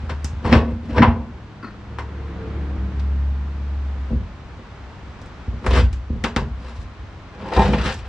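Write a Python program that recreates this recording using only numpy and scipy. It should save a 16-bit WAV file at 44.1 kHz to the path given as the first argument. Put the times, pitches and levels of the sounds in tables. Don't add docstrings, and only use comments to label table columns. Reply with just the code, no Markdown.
import sys
import numpy as np
from scipy import signal
from scipy.fft import rfft, irfft
from scipy.io import wavfile
from scipy.ndimage import uniform_filter1d

SR = 44100
rng = np.random.default_rng(int(sys.argv[2]) if len(sys.argv) > 2 else 0)


def dump(signal):
    limited = np.clip(np.atleast_2d(signal).T, -1, 1)
    pcm = np.round(limited * 32767).astype(np.int16)
    wavfile.write(sys.argv[1], SR, pcm)


N = 356328

KNOCK_EVENTS = [(0.0924, 0.0037, -23, -5, -3, -3.5, -8.5, -11, -18),
                (0.245, 0.00047, -35, -5, -8, -6, -3, -7, 7.5),
                (0.445, 0.0047, -25.5, -6, 4.5, 5, -21, -16, -30),
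                (0.5263, 0.0015, -8.5, 6, 1, -3, -5, -13, -35),
                (0.971, 0.0018, -25, 13.5, -9, 7, -9, -9, -33),
                (1.0204, 0.0014, -4.5, 2, -9, 0, -11, -20, -39.5),
                (1.029, 0.0011, -21.5, 7, -3, -11, 5, -14, -35),
                (1.9854, 0.0014, -20.5, -10, -7, -0.5, -12, -15, -20.5),
                (2.9944, 0.0019, -47, 0, -1, 1, 1, 3.5, -4.5),
                (4.589, .001, -46.5, 16, 11, -6, -5, -17, -28),
                (5.216, 0.00093, -53, 10, 16, -4, -2, 1, 3.5),
                (5.259, 0.00089, -55, -7, 10, -4, -3, -10, 0),
                (5.6405, .003, -31.5, -7, -1, 0, -12, -16, -31),
                (5.664, 0.0013, -17, -22, -2.5, -9, -13, -18, -17),
                (5.929, .0004, -38, 10, -14, -17, -1.5, -3.5, -1),
                (6.2388, 0.0019, -13.5, 0, -3.5, -6, -5.5, -10.5, -15),
                (6.3623, 0.00037, -14, 0, -2, -3.5, -7.5, -9.5, -16),
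                (7.5176, 0.0036, -23.5, -15, 5.5, 4.5, -14, -18, -30),
                (7.5725, 0.0017, -20, -3, 9.5, 9, -10, -25, -27),
                (7.7336, 0.0021, -17.5, -7, 3, 2.5, -4.5, -13, -27),
                (7.8532, 0.0036, -24.5, 11, -15, -5, 2, -2, -14)]
# start in seconds, floor level in dB,
# slab bending in dB against the floor.
THUD_EVENTS = [(0.031, -16, -5.5), (0.116, -16, -11), (0.241, -16.5, -2.5), (0.33, -13.5, -11),
               (0.45, -8, -21), (0.49, -7.5, -1), (0.517, -5, 2.5), (0.557, 3.5, -29), (0.599, -9, -8),
               (0.724, -9, -10.5), (0.917, -9.5, -12), (0.974, -7, -15), (1.021, -3, -14), (1.077, 2.5, -8),
               (1.193, -13, -7), (2.759, -15.5, -6), (3.42, -24, -5), (3.601, -27, 0), (3.955, -24, 2),
               (4.106, -10.5, 0.5), (4.128, -8.5, 0), (4.156, -8.5, -8.5), (4.2, -20, 1),
               (5.477, -9.5, -10.5), (5.529, -19.5, -1), (5.676, -1, -31), (5.724, 0.5, -23),
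               (5.769, 3, -10.5), (5.835, 1, -34), (6.1, -6.5, -4), (6.126, -5, -13), (6.154, -38, 24),
               (6.233, -11.5, -9), (6.361, -9, -4.5), (6.416, -10.5, -0.5), (6.506, -14, -36),
               (6.781, -11, -26), (6.842, -20, -17), (6.99, -20, -24), (7.034, -30, -25), (7.569, 0, -13),
               (7.641, -3, -23), (7.694, -22.5, 9), (7.725, -5.5, -4), (7.795, -7, -28), (7.85, -10, -7.5),
               (7.968, -11.5, -21)]
DRAG_CURVES = [
    [(0.38, -53, 30, 0, -22), (0.428, -54.5, 18.5, 2, -14), (0.456, -28, 7, -3, -19.5),
     (0.486, -31.5, 15, 0, -17), (0.514, -25, 2, 3, -23), (0.536, -13.5, 4.5, -3, -20.5),
     (0.618, -39, 18, 5.5, -27), (0.754, -53, 18.5, -1, -18), (0.8, -51, 28, 5, -19)],
    [(0.82, -29, 24, 2, -15), (0.86, -49.5, 20.5, -23.5, -14.5), (0.948, -35, 10, 9, -18),
     (0.982, -18.5, 6, -5, -32), (1.008, -27, 23.5, -20, -29.5), (1.03, -17, -13, 12, -34),
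     (1.058, -17.5, 1.5, -2, -41), (1.11, -33.5, 4.5, 2, -41), (1.206, -57.5, 26, 18.5, -52),
     (1.4, -67, 29, 1, -32)],
    [(5.6, -64, 28, 0, -8), (5.65, -49.5, 25, 3, -5), (5.696, -31.5, 3, 8, -14), (5.74, -20, 6, -19, -17),
     (5.77, -18.5, -1, -5, -15.5), (5.8, -26.5, 9, -7, -13.5), (5.825, -47, 3, -15, -4),
     (5.884, -77, 22, 0, -3), (5.92, -67, 21, -4, -4)],
    [(6.55, -53, -3, 2, -24), (6.608, -52, 14, -8, -8), (6.66, -44.5, 2, 2, -12), (6.77, -56, 7, 6, -2),
     (6.796, -54, -4, -15, -2.5), (6.85, -60, 0, 4, -1)],
    [(7.3, -52, 3, -2, -27), (7.444, -41, 9.5, 1, -19), (7.496, -38.5, 4, 9, -18),
     (7.538, -29.5, -9, -13, -15.5), (7.575, -28, 12, 13, -15), (7.605, -25, 3, 12, -18),
     (7.64, -24.5, 1, -3, -11), (7.665, -26, 10.5, -8, -18), (7.708, -29, 12.5, -3, -15),
     (7.746, -35.5, 21.5, -10, -11), (7.8, -26.5, -8, -8, -19), (7.84, -25, -0.5, -10, -13),
     (7.865, -23.5, -12, -7, -18), (7.89, -20.5, -18, -4, -13), (7.91, -18.5, -9, -20, -20.5),
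     (7.93, -49.5, 10, 4, 9.5), (8.042, -40.5, -14, -5, -25), (8.08, -20, 3, 3, -1)],
]
# start in seconds, tap level in dB,
# level in dB of the slips that follow.
BAR_BOUNCES = [(1.627, -61, -61.5), (1.6444, -39, -63), (1.667, -54, -65.5), (1.681, -57, -68),
               (1.706, -48, -73)]

# pitch in Hz, level in dB against the body's other tones,
# time to die by 60 dB in seconds.
FLOOR_MODES = [(61.3, 26.5, 0.43), (65, 31.5, 0.22), (74, 15.5, 0.017), (100, -8.5, 0.04), (132, -1, 0.076)]
FIRST_FLOOR_MODES = [(68.2, 2.5, 0.31), (74.8, 0.5, 0.4), (89.1, 4.5, 0.31), (101.4, -4.5, 0.24),
                     (121, -21, 0.056)]
SLAB_MODES = [(150.7, -2.5, 0.06), (165, -9, 0.42), (208, -1.5, 0.28), (231.1, 5, 0.34), (241.45, -1, 0.37),
              (291, -8, 0.21)]
SLAB_KNOCK_MODES = [(384.5, -3.5, 0.25), (421, -4, 0.32), (450.5, -8.5, 0.35), (490.3, 3.5, 0.13),
                    (519.7, -1, 0.18), (590, -15, 0.13), (676, -15.5, 0.47)]
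STEEL_MODES = [(840, -18.5, 0.081), (909, 0.5, 0.38), (944, 6.5, 0.25), (987, -3, 0.25), (1021, 11.5, 0.16),
               (1117, 4.5, 0.23), (1310, -13.5, 0.35), (1490, -4.5, 0.3), (1800, -17, 0.093),
               (1870, -1, 0.15), (2102, -5.5, 0.23), (2110, -17, 0.15), (2660, -16, 0.2),
               (2753, -2.5, 0.23)]
LEVER_MODES = [(4230, -1, .12), (4520, -2, 0.12), (5450, -5, .14)]
# pitch in Hz, width in Hz, level in dB against the other tones.
BAR_RESONANCES = [(257, 120, 9.5), (1115, 210, 8), (1327, 200, 12.5), (1510, 280, 0), (1830, 150, 0.5),
                  (2570, 85, -9), (4240, 90, -11), (4620, 310, -6)]
# low edge in Hz, high edge in Hz, dense unpitched part in dB against the ringing tones.
BODY_BANDS = [(40.3, 117.7, -3), (126, 290, -1), (310, 688, -2), (729, 1094, 0.5), (940, 2320, 0),
              (2447, 3510, 0), (3550, 5640, 8.5), (5200, 10200, 0)]
# low edge in Hz, high edge in Hz,
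# dense part in dB against the ringing tones.
FIRST_FLOOR_BAND = (46, 143, -1.4)

# frequency in Hz, relative level in dB per Hz.
BLOW_COLOUR = [(30, -5.5), (80, -7.5), (240, -17.5), (600, -13.5), (1000, -16), (2000, -19.5),
               (4000, -34.5), (6300, -41.5), (8000, -45), (10000, -61.5), (15000, -46.5)]
# frequency in Hz, time to die by 60 dB in seconds.
SHED_DECAY = [(60, 0.66), (260, 0.24), (700, 0.28), (1840, 0.22), (4850, 0.21), (10000, 0.18)]
# frequency in Hz, left-right likeness (1 is identical).
NEAR_LIKENESS = [(60, 0.99), (250, 0.995), (600, 0.95), (1300, 0.92), (2700, 0.85), (8000, 0.5)]
# frequency in Hz, left minus right in dB.
NEAR_BALANCE = [(60, .5), (300, 0), (1500, 2), (7000, 1)]

# time in seconds, pitch in Hz, level in dB.
HUM_CURVE = [(0, 76, -26.5), (0.398, 72.95, -27), (1.299, 74.3, -33.5), (1.761, 72.2, -68),
             (1.901, 71.88, -31.5), (2.2, 71.14, -26), (2.45, 68.6, -32.5), (2.56, 71.4, -23),
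             (2.861, 68.74, -20.5), (2.911, 69.38, -28), (2.999, 69.06, -18), (3.279, 69.04, -16),
             (3.521, 70.1, -24), (3.869, 69.6, -20.5), (4.088, 66.65, -25.5), (4.281, 67.43, -38),
             (5.401, 65, -52.5), (5.951, 64.33, -26), (6.3, 65, -38.5), (6.9, 62.5, -27.5),
             (7.098, 60.45, -75), (8.08, 65, -27)]
# multiple of the hum's pitch, level in dB against one another,
# moment it is loudest in seconds.
UPPER_LINES = [(1.52, 4, 2.6), (2.001, -0.5, 2.8), (2.503, -3, 2.7), (2.832, 1, 2.85), (3.5, -6.5, 3.23),
               (4.1, -7.5, 2.6), (4.66, -9.5, 2.7)]
# multiple of their shared pitch,
# level in dB against one another.
WHINE_PARTIALS = [(.83, -18), (1.0, -0.5), (1.15, -4), (1.31, 0.5), (1.45, -6)]
# frequency in Hz, relative level in dB per Hz.
WASH_COLOUR = [(25, -10), (60, 1), (120, -15.5), (250, -19), (500, -24.5), (1000, -21), (1600, -26),
               (2500, -30.5), (4000, -36), (6300, -44), (8000, -52), (10000, -67), (13000, -78.5),
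               (16000, -98)]
# frequency in Hz, relative level in dB per Hz.
RUMBLE_COLOUR = [(20, -5.5), (45, -9.5), (80, -3), (150, -7), (250, -11.5), (450, -16.5), (700, -19.5),
                 (1500, -23), (4000, -40.5), (16000, -120)]
# frequency in Hz, left-right likeness (1 is identical).
ROAD_LIKENESS = [(60, 0.96), (130, 0.91), (280, 0.93), (590, 0.8), (1260, 0.75), (2700, 0.32)]

RAGGED_S, TREAD_S, THUD_TONES_DB = 0.0027, 0.00064, -4.5
SLIP_S = 0.017
RUB_FLOOR_DB = -4.5
RUB_TONES_DB, TONES_PER_SHAKE, TONES_PER_STEEL = 1, 0.48, 0.28
RUB_RASP_DB, RASP_PER_HISS = 0.5, 0.38
RUB_FIZZ_DB, FIZZ_PER_HISS = 2.5, 0.67
STUTTER_DB, STUTTER_S = 3, .006
FIRST_END_S = 2.0
OVERHANG_S = 7.2
OVERHANG_PITCH, FAR_BEAM_PITCH = .875, .875
SMOOTH_HZ = 120

CLOSEST_S = 2.49
SWELL_S = 0.32
UPPER_DB, UPPER_STEEPNESS = -38, 1.02
WHINE_S, WHINE_DB, WHINE_FADE_DB_PER_S = 2.45, -46.5, 24.5
WHINE_HZ, WHINE_SAG_HZ_PER_S = 339.4, 31
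RUMBLE_DB, FAR_RUMBLE_DB, WASH_DB, WASH_SWELL_DB = -32.5, -42, -37, -45.5
ROAD_LEFT_DB = 0.3

BASS_CUT_HZ, EDGE_HZ = 43, 15700
DUCK_FROM_DB, DUCK_SHARE, HOLD_FALL_DB_PER_S = -31, 0.18, 8.5


def work():
    force = np.zeros((8, N))
    knock_and_tread(force)
    for rows in DRAG_CURVES:
        drag(force, rows)
    floor, slab, tones, steel, knock, crack, snap, tick = force
    (floor_band, slab_band, tones_band, steel_band,
     knock_band, crack_band, snap_band, tick_band) = BODY_BANDS

    first = np.arange(N) < FIRST_END_S * SR
    last = np.arange(N) > OVERHANG_S * SR
    overhung = [(hz * OVERHANG_PITCH, db, t60) for hz, db, t60 in SLAB_MODES]
    far_beam = [(hz * FAR_BEAM_PITCH, db, t60) for hz, db, t60 in STEEL_MODES]
    bodies = [
        (floor * first, FIRST_FLOOR_MODES, FIRST_FLOOR_BAND),
        (floor * ~first, FLOOR_MODES, floor_band),
        (slab * ~last, SLAB_MODES, slab_band),
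        (slab * last, overhung, slab_band),
        (tones, SLAB_KNOCK_MODES, tones_band),
        (steel * ~last, STEEL_MODES, steel_band),
        (steel * last, far_beam, steel_band),
        (knock, [], knock_band),
        (crack, [], crack_band),
        (snap * first, LEVER_MODES, snap_band),
        (snap * ~first, [], snap_band),
        (tick, [], tick_band),
    ]
    share = np.cos(np.pi * np.arange(N) / SR / .13) ** 2
    out = np.zeros((2, N))
    for push, modes, band in bodies:
        for part in (share, 1 - share):
            out += rung(push * part, answer(modes, *band))
    return out


def knock_and_tread(force):
    ring = np.sqrt(0.0065 * SR)
    for s, rise, db, slab_db, tones_db, steel_db, *bright_db in KNOCK_EVENTS:
        bodies_db = [slab_db, tones_db, steel_db, 0, *bright_db]
        push = ring * gain_of(db) * contact(RAGGED_S, rise)
        add(force[1:], s, gain_of(bodies_db)[:, None] * push)
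    for s, db, slab_db in THUD_EVENTS:
        bodies_db = [0, slab_db, slab_db + THUD_TONES_DB]
        push = ring * gain_of(db) * tread(TREAD_S)
        add(force[:3], s, gain_of(bodies_db)[:, None] * push)


def drag(force, rows):
    s, *columns = np.transpose(rows)
    t = np.arange(s[0], s[-1], 1 / SR)
    db, shake_db, steel_db, hiss_db = (np.interp(t, s, c) for c in columns)

    grit = gain_of(2.7 * np.minimum(rng.exponential(1, len(t)), 5))
    grit *= rng.random(len(t)) < 5000 / SR
    stutter = evened(uniform_filter1d(rng.standard_normal(len(t)), round(STUTTER_S * SR)))
    grit *= gain_of(STUTTER_DB * stutter)
    grit = evened(grit * rng.standard_normal((8, len(t))))
    grit *= signal.windows.tukey(len(t), .15)

    floor_db = shake_db + RUB_FLOOR_DB
    tones_db = RUB_TONES_DB + TONES_PER_SHAKE * shake_db + TONES_PER_STEEL * steel_db
    rasp_db = RUB_RASP_DB + RASP_PER_HISS * hiss_db
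    fizz_db = RUB_FIZZ_DB + FIZZ_PER_HISS * hiss_db
    bodies_db = np.broadcast_arrays(floor_db, shake_db, tones_db, steel_db, 0, rasp_db, fizz_db, hiss_db)
    add(force, s[0], grit * gain_of(db) * gain_of(bodies_db))


def contact(length, rise):
    t, rise = np.arange(1300) / SR, np.clip(rise, .0002, .01)
    ragged = rng.choice([-1., 1.], len(t)) * np.exp(-t / (length + rise)) * np.minimum(t / rise, 1)
    click = np.exp(-rise / .0015) * (t == 0)
    push = click + .5 * ragged / np.linalg.norm(ragged)
    for _ in range(4):
        z = rfft(push)
        push = irfft(z / abs(z)) * (t < 4 * (length + rise))
    return push / np.linalg.norm(push)


def tread(length):
    u = np.arange(1300) / SR / np.clip(length, .0003, .004)
    push = u * np.exp(-u)
    return push / np.sum(push)


def answer(modes, lo_hz, hi_hz, dense_db):
    t = np.arange(SR // 2) / SR
    dense = noise(lambda hz, s: -60 * s / read(SHED_DECAY, hz), NEAR_LIKENESS, len(t), size=256, even=True)
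    z = rfft(dense * (1 + 2.53 * np.exp(-t / 0.0041)), SR)
    own_colour = np.sqrt(uniform_filter1d(abs(z) ** 2, size=SMOOTH_HZ) + 1e-20)
    z *= gain_of(read(BLOW_COLOUR, np.arange(SR // 2 + 1))) / own_colour
    dense = irfft(z)[:, :len(t)]
    band = signal.butter(3, [lo_hz, hi_hz], "band", fs=SR, output="sos")
    out = gain_of(dense_db) * evened(signal.sosfilt(band, dense))

    if modes:
        skew = .09 * rng.standard_normal((len(modes), 1, 1)) * [[1], [-1]]
        rings = np.zeros((2, len(t)))
        for (hz, db, t60), phase in zip(modes, skew):
            rings += gain_of(db - 60 * t / t60) * np.sin(2 * np.pi * hz * t + phase)
        wide = signal.butter(1, [lo_hz, 2 * hi_hz], "band", fs=SR, output="sos")
        out = out + evened(signal.sosfilt(wide, rings))
    left_db = read(NEAR_BALANCE, np.sqrt(lo_hz * hi_hz))
    return out / np.linalg.norm(out[0]) * gain_of([[left_db / 2], [-left_db / 2]])


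def rung(push, reply):
    busy, out = np.flatnonzero(push), np.zeros((2, N))
    stretch = push[None, busy[0]:busy[-1] + 1]
    add(out, busy[0] / SR, signal.oaconvolve(stretch, reply, axes=1))
    return out


def bar():
    t, push = np.arange(2600) / SR, np.zeros(9000)
    start = BAR_BOUNCES[0][0]
    for s, tap_db, slip_db in BAR_BOUNCES:
        slips = gain_of(slip_db) * rng.standard_normal(len(t)) * np.exp(-t / SLIP_S)
        add(push, s - start, gain_of(tap_db) * (t == 0) + slips)
    ring = np.zeros(len(push))
    for hz, width, db in BAR_RESONANCES:
        tone = resonate(resonate(push, hz, width), hz, width)
        ring += gain_of(db) * tone * SR / (2 * abs(width))
    out = np.zeros(N)
    add(out, start, ring)
    return out * gain_of([[1.5], [-1.5]])


def engine():
    t = np.arange(N) / SR
    s, *columns = np.transpose(HUM_CURVE)
    hz, hum_db = (np.interp(t, s, c) for c in columns)
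    hum = gain_of(hum_db) * line(hz, 0.057)

    upper = np.zeros(N)
    for k, db, loudest in UPPER_LINES:
        upper += gain_of(db) * line(k * hz, 0.61) * swell(loudest) ** UPPER_STEEPNESS

    whine_hz = WHINE_HZ - WHINE_SAG_HZ_PER_S * (t - WHINE_S)
    whine = sum(gain_of(db) * line(k * whine_hz, 1.85, width=12.0) for k, db in WHINE_PARTIALS)
    whine_db = WHINE_DB - WHINE_FADE_DB_PER_S * abs(t - WHINE_S)
    return hum + gain_of(UPPER_DB) * upper + gain_of(whine_db) * whine


def line(hz, fuzz, width=3.5):
    waver = evened(resonate(resonate(rng.standard_normal(N), hz, 3 * width), hz, width))
    return np.sqrt(2) * np.sin(2 * np.pi * np.cumsum(hz) / SR) + fuzz * waver


def swell(loudest):
    return 1 / np.sqrt(1 + ((np.arange(N) / SR - loudest) / SWELL_S) ** 2)


def road():
    wash = noise(lambda hz, s: read(WASH_COLOUR, hz) + 0 * s, ROAD_LIKENESS, N, size=2048)
    rumble = noise(lambda hz, s: read(RUMBLE_COLOUR, hz) + 0 * s, ROAD_LIKENESS, N, size=2048)
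    passing = swell(CLOSEST_S)
    wash_gain = np.hypot(gain_of(WASH_DB), gain_of(WASH_SWELL_DB) * passing)
    rumble_gain = np.hypot(gain_of(FAR_RUMBLE_DB), gain_of(RUMBLE_DB) * passing)
    return wash_gain * evened(wash) + rumble_gain * evened(rumble)


def noise(db_of, same, count, size, even=False):
    frames, hz = count * 4 // size + 5, np.fft.rfftfreq(size, 1 / SR)
    a, b, c, d = rng.standard_normal((frames, len(hz), 4)).T
    alike = np.clip(read(same, hz), -1, 1)[:, None]
    left, other = a + 1j * b, c + 1j * d
    z = np.array([left, alike * left + np.sqrt(1 - alike ** 2) * other])
    z = z / abs(z) ** even * gain_of(db_of(hz[:, None], np.arange(frames) * size / 4 / SR))
    return signal.istft(z, nperseg=size, noverlap=size * 3 // 4)[1][:, :count]


def resonate(x, hz, width):
    turn = np.exp(2j * np.pi * np.cumsum(hz * np.ones(len(x))) / SR)
    r = np.exp(-np.pi * abs(width) / SR)
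    return 2 * (turn * signal.lfilter([1 - r], [1, -r], x / turn + 1e-18)).real


def gain_of(db):
    return 10 ** (np.asarray(db) / 20)


def evened(x):
    return x / np.sqrt(np.mean(x ** 2) + 1e-20)


def read(points, hz):
    f, value = np.transpose(points)
    return np.interp(np.log(hz + 1), np.log(f + 1), value)


def add(mix, s, sound):
    part = mix[..., round(s * SR):][..., :sound.shape[-1]]
    part += sound[..., :part.shape[-1]]


def scene():
    road_side = gain_of([[ROAD_LEFT_DB / 2], [-ROAD_LEFT_DB / 2]])
    return work() + bar() + (engine() + road()) * road_side


def record(dry):
    bass_cut = signal.butter(2, BASS_CUT_HZ, "high", fs=SR, output="sos")
    thin = signal.sosfilt(bass_cut, dry)
    power = uniform_filter1d((thin ** 2).mean(0), size=2000, origin=999)
    power_db = 10 * np.log10(abs(power) + 1e-12)
    slope = np.arange(N) * HOLD_FALL_DB_PER_S / SR
    held_db = np.maximum.accumulate(power_db + slope) - slope
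    over_db = np.maximum(held_db - DUCK_FROM_DB, 0)
    thin = thin / gain_of(DUCK_SHARE * over_db)
    channels = np.array([np.append(0, thin[0, :-1]), thin[1]])
    treble_cut = signal.firwin(511, EDGE_HZ, window=("kaiser", 9), fs=SR)
    return signal.oaconvolve(np.clip(channels, -1, 1), treble_cut[None], "same")


dry = scene()
out = record(dry)
dump(out)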